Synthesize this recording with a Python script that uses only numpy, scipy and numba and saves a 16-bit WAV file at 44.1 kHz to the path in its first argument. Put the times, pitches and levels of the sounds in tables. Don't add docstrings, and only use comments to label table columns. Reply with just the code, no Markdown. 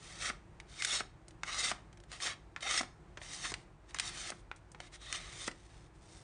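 import sys
import numpy as np
from scipy import signal
from scipy.fft import rfft, irfft
from scipy.io import wavfile
from numba import njit

SR = 44100
rng = np.random.default_rng(int(sys.argv[2]) if len(sys.argv) > 2 else 0)


def dump_mix(stems):
    frames = np.atleast_2d(stems).T
    limited = np.clip(frames, -1, 1)
    pcm = np.round(limited * 32767).astype(np.int16)
    wavfile.write(sys.argv[1], SR, pcm)


N = 274724
T = np.arange(N) / SR


def undb(db):
    return 10 ** (np.asarray(db) / 20)


def unit(x):
    return x / np.sqrt(np.mean(x ** 2))


def walk(rate):
    knots = rng.standard_normal(4096)
    return np.interp(T * rate, np.arange(len(knots)), knots)


def colour(x, points, size=4096):
    hz, db = np.transpose(points)
    bin_hz = np.arange(size // 2 + 1) * SR / size
    gain_db = np.interp(np.log(bin_hz + 1), np.log(hz), db)
    cepstrum = irfft(np.log(undb(gain_db)))
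    cepstrum[1:size // 2] *= 2
    cepstrum[size // 2 + 1:] = 0
    impulse_response = irfft(np.exp(rfft(cepstrum)))
    return signal.fftconvolve(x, impulse_response)[:len(x)]


@njit
def resonate(x, hz, width):
    y = np.empty(len(x))
    band, low = 0., 0.
    for i in range(len(x)):
        g = np.tan(np.pi * hz[i] / SR)
        damping = width / hz[i]
        v = (band + g * (x[i] - low)) / (1 + g * (g + damping))
        band = 2 * v - band
        low = low + 2 * g * v
        y[i] = damping * v
    return y


def background(air_db=-58.5, air_waver_db=1.8, hum_waver_db=0.5, hum_width_hz=5.6):
    # (frequency [Hz], relative density [dB per Hz])
    air_shape = [(22, -20), (38, 3), (60, -1), (78, -13), (105, -5.5), (170, -7), (240, -18.5),
                 (330, -13.5), (470, -19), (800, -18), (2000, -27), (3200, -36), (5000, -40), (9600, -42)]
    # (frequency [Hz], mean level [dB])
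    hum_lines = [(53, -63.5), (100, -68), (150, -72.5), (320, -74), (351, -72)]
    air = unit(colour(rng.standard_normal(N), air_shape, size=16384))
    air = air * undb(air_db + air_waver_db * walk(5.04))
    hum = 0
    for hz, db in hum_lines:
        level = undb(db + hum_waver_db * walk(3.7))
        hum = hum + level * unit(resonate(rng.standard_normal(N), np.full(N, float(hz)), hum_width_hz))
    return air + hum


def room(x, board_s=0.001403, board_db=-14, wet_db=-17, t60=0.28, size=22050):
    t = np.arange(size) / SR
    build_up = 1 - np.exp(-t / 0.011)
    tail = rng.standard_normal(size) * undb(-60 * t / t60) * build_up
    tail = colour(tail, [(100, 12), (1500, 0.5), (4000, 0.5), (10000, -4)])
    echo = np.interp(T - board_s * (1 + 0.18 * walk(3)), T, x)
    reverberation = signal.fftconvolve(x, tail / np.linalg.norm(tail))[:N]
    return x + undb(board_db) * echo + undb(wet_db) * reverberation


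def buckles(table, shape, flutter, tail_db, tail_s, size=4096):
    out = np.zeros(N + size)
    t = np.arange(size) / SR
    hz, db = np.transpose(shape)
    bass = np.interp(hz, [600, 1100], [1, 0])
    treble = np.interp(hz, [2200, 6500], [0, 1])
    for s, level_db, bass_db, treble_db, ring_s in table:
        decay = np.exp(-t / ring_s) + undb(tail_db) * np.exp(-t / tail_s)
        push = flutter * rng.standard_normal(size) * decay
        push[0] += 1
        burst = colour(push, np.c_[hz, db + bass_db * bass + treble_db * treble])
        burst_rms = np.sqrt(np.sum(burst ** 2) / (.01 * SR))
        start = int(s * SR)
        out[start:start + size] += undb(level_db) * burst / burst_rms
    return out[:N]


def crinkles(gap_s=0.036, late_s=0.0082, scatter_db=2, treble_db=-3, ring_s=.003):
    # (start [s], end [s], mean level of a tick [dB])
    crinkle_spells = [(1.308, 1.32, -61), (1.973, 2.045, -61.5), (5.705, 5.83, -70)]
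    rows = []
    for start, end, db in crinkle_spells:
        gaps, sizes = rng.uniform(-1, 1, (16, 2)).T
        times = start + np.r_[0, np.cumsum(gap_s + late_s * gaps)]
        for s, size in zip(times, sizes):
            if s < end:
                rows.append((s, db + scatter_db * size, 0, treble_db, ring_s))
    return rows


def taps():
    # (time [s], level [dB], bass [dB], treble [dB], ring decay [s])
    tap_rows = [(1.4339, -36.5, -8, -8.5, 0.0019), (2.5627, -40.5, -7, -17.5, 0.00071),
                (3.1728, -45, 6, -11, 0.0067), (3.9457, -43, -3.5, -17, .003),
                (4.5144, -41.5, -7, -24, 0.0013), (4.7475, -51, 9, -16, 0.0013)]
    shape = [(60, -28), (300, -3.5), (700, -4.5), (1000, 4), (1400, 3.5), (2100, 2.5),
             (3000, -4), (4500, -4.5), (7000, -1), (9500, -13.5), (11000, -31)]
    return buckles(tap_rows, shape, flutter=0.2, tail_db=-13.0, tail_s=0.012)


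def flaps(ring_s=0.0042):
    # (time [s], level [dB], bass [dB], treble [dB])
    flap_rows = [(0.2996, -36.5, 0, -19), (1.0059, -36.5, 0, -19), (1.711, -43, -7, -7),
                 (1.7151, -33.5, -2.5, -11), (2.807, -38.5, 1, -34), (2.811, -38, 1, -4),
                 (2.832, -45, 2, -11), (3.5185, -40.5, 6.5, -3), (4.3194, -44.5, -0.5, -26),
                 (5.479, -35, 4, -16)]
    shape = [(60, -26.0), (200, 1.0), (380, 4), (520, -3.5), (750, 2.0), (920, -2.5), (1250, 5.0),
             (2000, 1.5), (3000, -5.5), (6500, -1.5), (9500, -7.0), (11000, -37.5)]
    rows = [(*flap, ring_s) for flap in flap_rows]
    return buckles(rows, shape, flutter=0.39, tail_db=-21.5, tail_s=0.027)


def snaps():
    # (time [s], level [dB], bass [dB], treble [dB], ring decay [s])
    snap_rows = [(0.601, -49, -6, -13, 0.0028), (.8227, -34, -31, -6, .003), (0.848, -30.5, -27, 2, 0.0038),
                 (1.2827, -55, 9, 6, .002), (1.9287, -62.5, -15, -5, .006), (2.117, -48, -9, -9, .006),
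                 (2.2025, -45.5, -12, -14, .008), (2.607, -50, -8, -5, 0.011), (2.7102, -34.5, -4, 3, .003),
                 (2.7765, -32.5, -19, -4, 0.007), (3.216, -48, 1, -18, .0033),
                 (3.54, -37.5, -11.5, -8, .0035), (3.9083, -59, -13, -9, .002),
                 (3.9454, -44, -4, 7, 0.0021), (3.9868, -38.5, -24, -8, 0.0022),
                 (3.9978, -31, -13, -3.5, 0.0033), (4.303, -40.5, 4, 4, 0.0013),
                 (4.561, -60.5, 8, 6, 0.011), (4.7175, -58, 3, 19, 0.0022), (4.8029, -45, 2, -10, 0.003),
                 (5.1268, -36, -44, -2.5, 0.0013), (5.4768, -40.5, -15, 8, 0.0035),
                 (5.5132, -51, -2, -8, .005)]
    shape = [(60, -39.5), (250, -10.5), (600, 3.0), (1100, -4.5), (2000, 5.5), (2800, 0.5),
             (3800, 2.0), (6500, 0.5), (9500, -0.5), (11000, -28.0)]
    return buckles(snap_rows + crinkles(), shape, flutter=0.16, tail_db=-13.5, tail_s=0.01)


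def squeaks(rough_db=0.5):
    # (time of peak [s], half length to 1/e [s], frequency [Hz], width [Hz], peak level [dB])
    squeak_rows = [(0.813, 0.02, 2120, 330.6, -43.5), (0.913, 0.013, 3450, 402, -37.5),
                   (2.663, 0.014, 730, 79.6, -47), (2.779, 0.0043, 5230, 181.6, -32),
                   (2.794, 0.014, 1950, 250.4, -40.5), (5.108, 0.085, 3610, 801, -54),
                   (5.154, 0.011, 2900, 599, -43.5)]
    out = np.zeros(N)
    for s, half_s, hz, width, db in squeak_rows:
        wobble_hz = width / 2 * walk(width)
        tone = np.sqrt(2) * np.sin(2 * np.pi * np.cumsum(hz + wobble_hz) / SR)
        swell = np.exp(-((T - s) / half_s) ** 2)
        out += tone * undb(db + rough_db * walk(width)) * swell
    return out


def stroke(start, end, first_db, last_db, swell_db, first_treble_db, last_treble_db,
           bite_db_per_s=647, release_db_per_s=750.5, dull_db=-5, dull_s=0.0084):
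    along = np.clip((T - start) / (end - start), 0, 1)
    fade_db = bite_db_per_s * np.maximum(start - T, 0) + release_db_per_s * np.maximum(T - end, 0)
    level_db = first_db + (last_db - first_db) * along + swell_db * np.sin(np.pi * along) - fade_db
    treble_db = first_treble_db + (last_treble_db - first_treble_db) * along
    return level_db, treble_db + dull_db * np.clip((T - end) / dull_s, 0, 1)


def travel():
    # (bites [s], leaves [s], relative level at bite [dB],
    # at exit [dB], mid-cut swell [dB], relative treble at bite [dB], at exit [dB])
    cut_rows = [(0.215, 0.295, -41, -41, -0.5, -0.5, -0.5), (0.802, 1.004, -50, -43.5, 3.5, 3.5, 2),
                (1.464, 1.707, -47.5, -40.5, 2.5, -6, 1.5), (2.224, 2.33, -41.5, -44.5, 4.5, 1.5, -9.5),
                (2.637, 2.797, -43.5, -39, 3.5, -6.5, 4), (3.225, 3.508, -55, -47, 0.5, -0.5, 2),
                (4.005, 4.298, -46, -46.5, -2.5, -4, -1.5), (5.146, 5.477, -44, -47, -7, -9, 2.5)]
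    # (start [s], end [s], first relative level [dB],
    # last relative level [dB], relative treble [dB])
    graze_rows = [(.01, 0.206, -58.5, -52, -1.5), (0.688, 0.804, -63.5, -47, -2),
                  (2.13, 2.172, -46, -55, -5.5), (3.558, 3.64, -67.5, -76, 1),
                  (3.895, 3.922, -57.5, -67, -4), (3.967, 3.983, -43, -57, -11),
                  (4.336, 4.41, -74, -70, 2.5), (4.811, 4.873, -59.5, -56, -6.5),
                  (4.943, 4.959, -52, -54.5, -2), (5.016, 5.134, -56, -50.5, -4),
                  (5.55, 5.872, -68, -69.5, -2.5), (5.952, 6.134, -79.5, -64.5, 3.5),
                  (6.146, 6.226, -64.5, -70, 3)]
    # (time of peak [s], half length to 1/e [s],
    # relative level [dB], relative treble [dB])
    surge_rows = [(0.945, 0.029, -35.5, 0), (1.498, 0.024, -41.5, -20), (1.599, 0.015, -41.5, 6),
                  (1.646, .012, -41, 3), (2.268, .012, -35.5, -12), (2.629, .006, -41, -4),
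                  (2.672, .01, -35.5, -27), (3.343, 0.021, -58, 13.5), (3.455, .011, -34, -7.5),
                  (4.072, 0.03, -53, 7.5), (4.207, 0.034, -53, 7), (5.154, 0.022, -48.5, 5.5),
                  (5.415, 0.04, -55.5, 5.5)]
    parts = [stroke(*cut) for cut in cut_rows]
    for start, end, first_db, last_db, treble_db in graze_rows:
        parts.append(stroke(start, end, first_db, last_db, 0, treble_db, treble_db))
    for s, half_s, db, treble_db in surge_rows:
        parts.append((db - 20 / np.log(10) * ((T - s) / half_s) ** 2, treble_db))
    body = sum(undb(np.maximum(db, -120)) ** 2 for db, _ in parts)
    treble = sum(undb(np.maximum(db + lift_db, -120)) ** 2 for db, lift_db in parts)
    return 10 * np.log10(body), 10 * np.log10(treble / body)


def ruptures(rate, spread_db):
    hit = rng.random(N) < rate / SR
    sign = rng.choice([-1, 1], N)
    size = undb(spread_db * rng.standard_normal(N))
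    return unit(hit * sign * size / np.sqrt(rate))


def slicing(ring_db=-1, graze_db=-9, drift=0.031, patchy_db=4, grain_db=1.24, snag_db=1.42,
            split_hz=3800, slow_rate=1200, fast_rate=12000, level_lift_db=2.5, treble_lift_db=2.5):
    # (frequency [Hz], relative density [dB per Hz])
    fibre_colour = [(80, -30), (200, -10), (450, -6), (720, -4), (920, -10), (1220, -2), (2000, -1),
                    (2900, -2.5), (3800, -1), (5000, -2.5), (7500, -5), (9600, -4)]
    # (mean frequency [Hz], nominal width [Hz], relative level [dB])
    sheet_modes = [(715, 150, -11.5), (1233, 300, -2.5), (1910, 336, -1), (2107, 104, 2.5), (2545, 210, -6),
                   (3130, 220, -2.5), (3680, 215, 2), (4410, 95, -1.5), (5400, 81, -1), (5770, 200, -1.5),
                   (6350, 320, -4), (7024, 91, -4), (8670, 270, -8)]
    level_db, treble_db = travel()
    rate = np.interp(level_db, [-70, -42], [slow_rate, fast_rate])
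    crackle = unit(colour(ruptures(rate, spread_db=1.0), fibre_colour))
    ring = 0
    for hz, width, db in sheet_modes:
        centre = hz * (1 + drift * walk(9))
        mode = resonate(ruptures(rate, spread_db=2.0), centre, width * 1.17)
        mode = resonate(mode, centre, width * 1.17)
        ring = ring + undb(db + patchy_db * np.tanh(walk(28))) * mode
    ringing = undb(ring_db + np.interp(level_db, [-66, -42], [graze_db, 0]))
    cut = (crackle + ringing * unit(ring)) / np.sqrt(1 + ringing ** 2)
    body = signal.sosfiltfilt(signal.butter(2, split_hz, fs=SR, output="sos"), cut)
    cut = body + undb(treble_db + treble_lift_db) * (cut - body)
    roughness_db = grain_db * walk(420) + snag_db * walk(70)
    return cut * undb(level_db + level_lift_db + roughness_db)


def scene():
    paper = slicing() + squeaks() + snaps() + taps() + flaps()
    return (room(paper) + background())[None]


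def record(dry, bass_hz=30, top_hz=9600):
    dry = signal.sosfilt(signal.butter(4, bass_hz, "high", fs=SR, output="sos"), dry)
    return signal.sosfilt(signal.ellip(12, .2, 70, top_hz, fs=SR, output="sos"), dry)


dry = scene()
out = record(dry)
dump_mix(out)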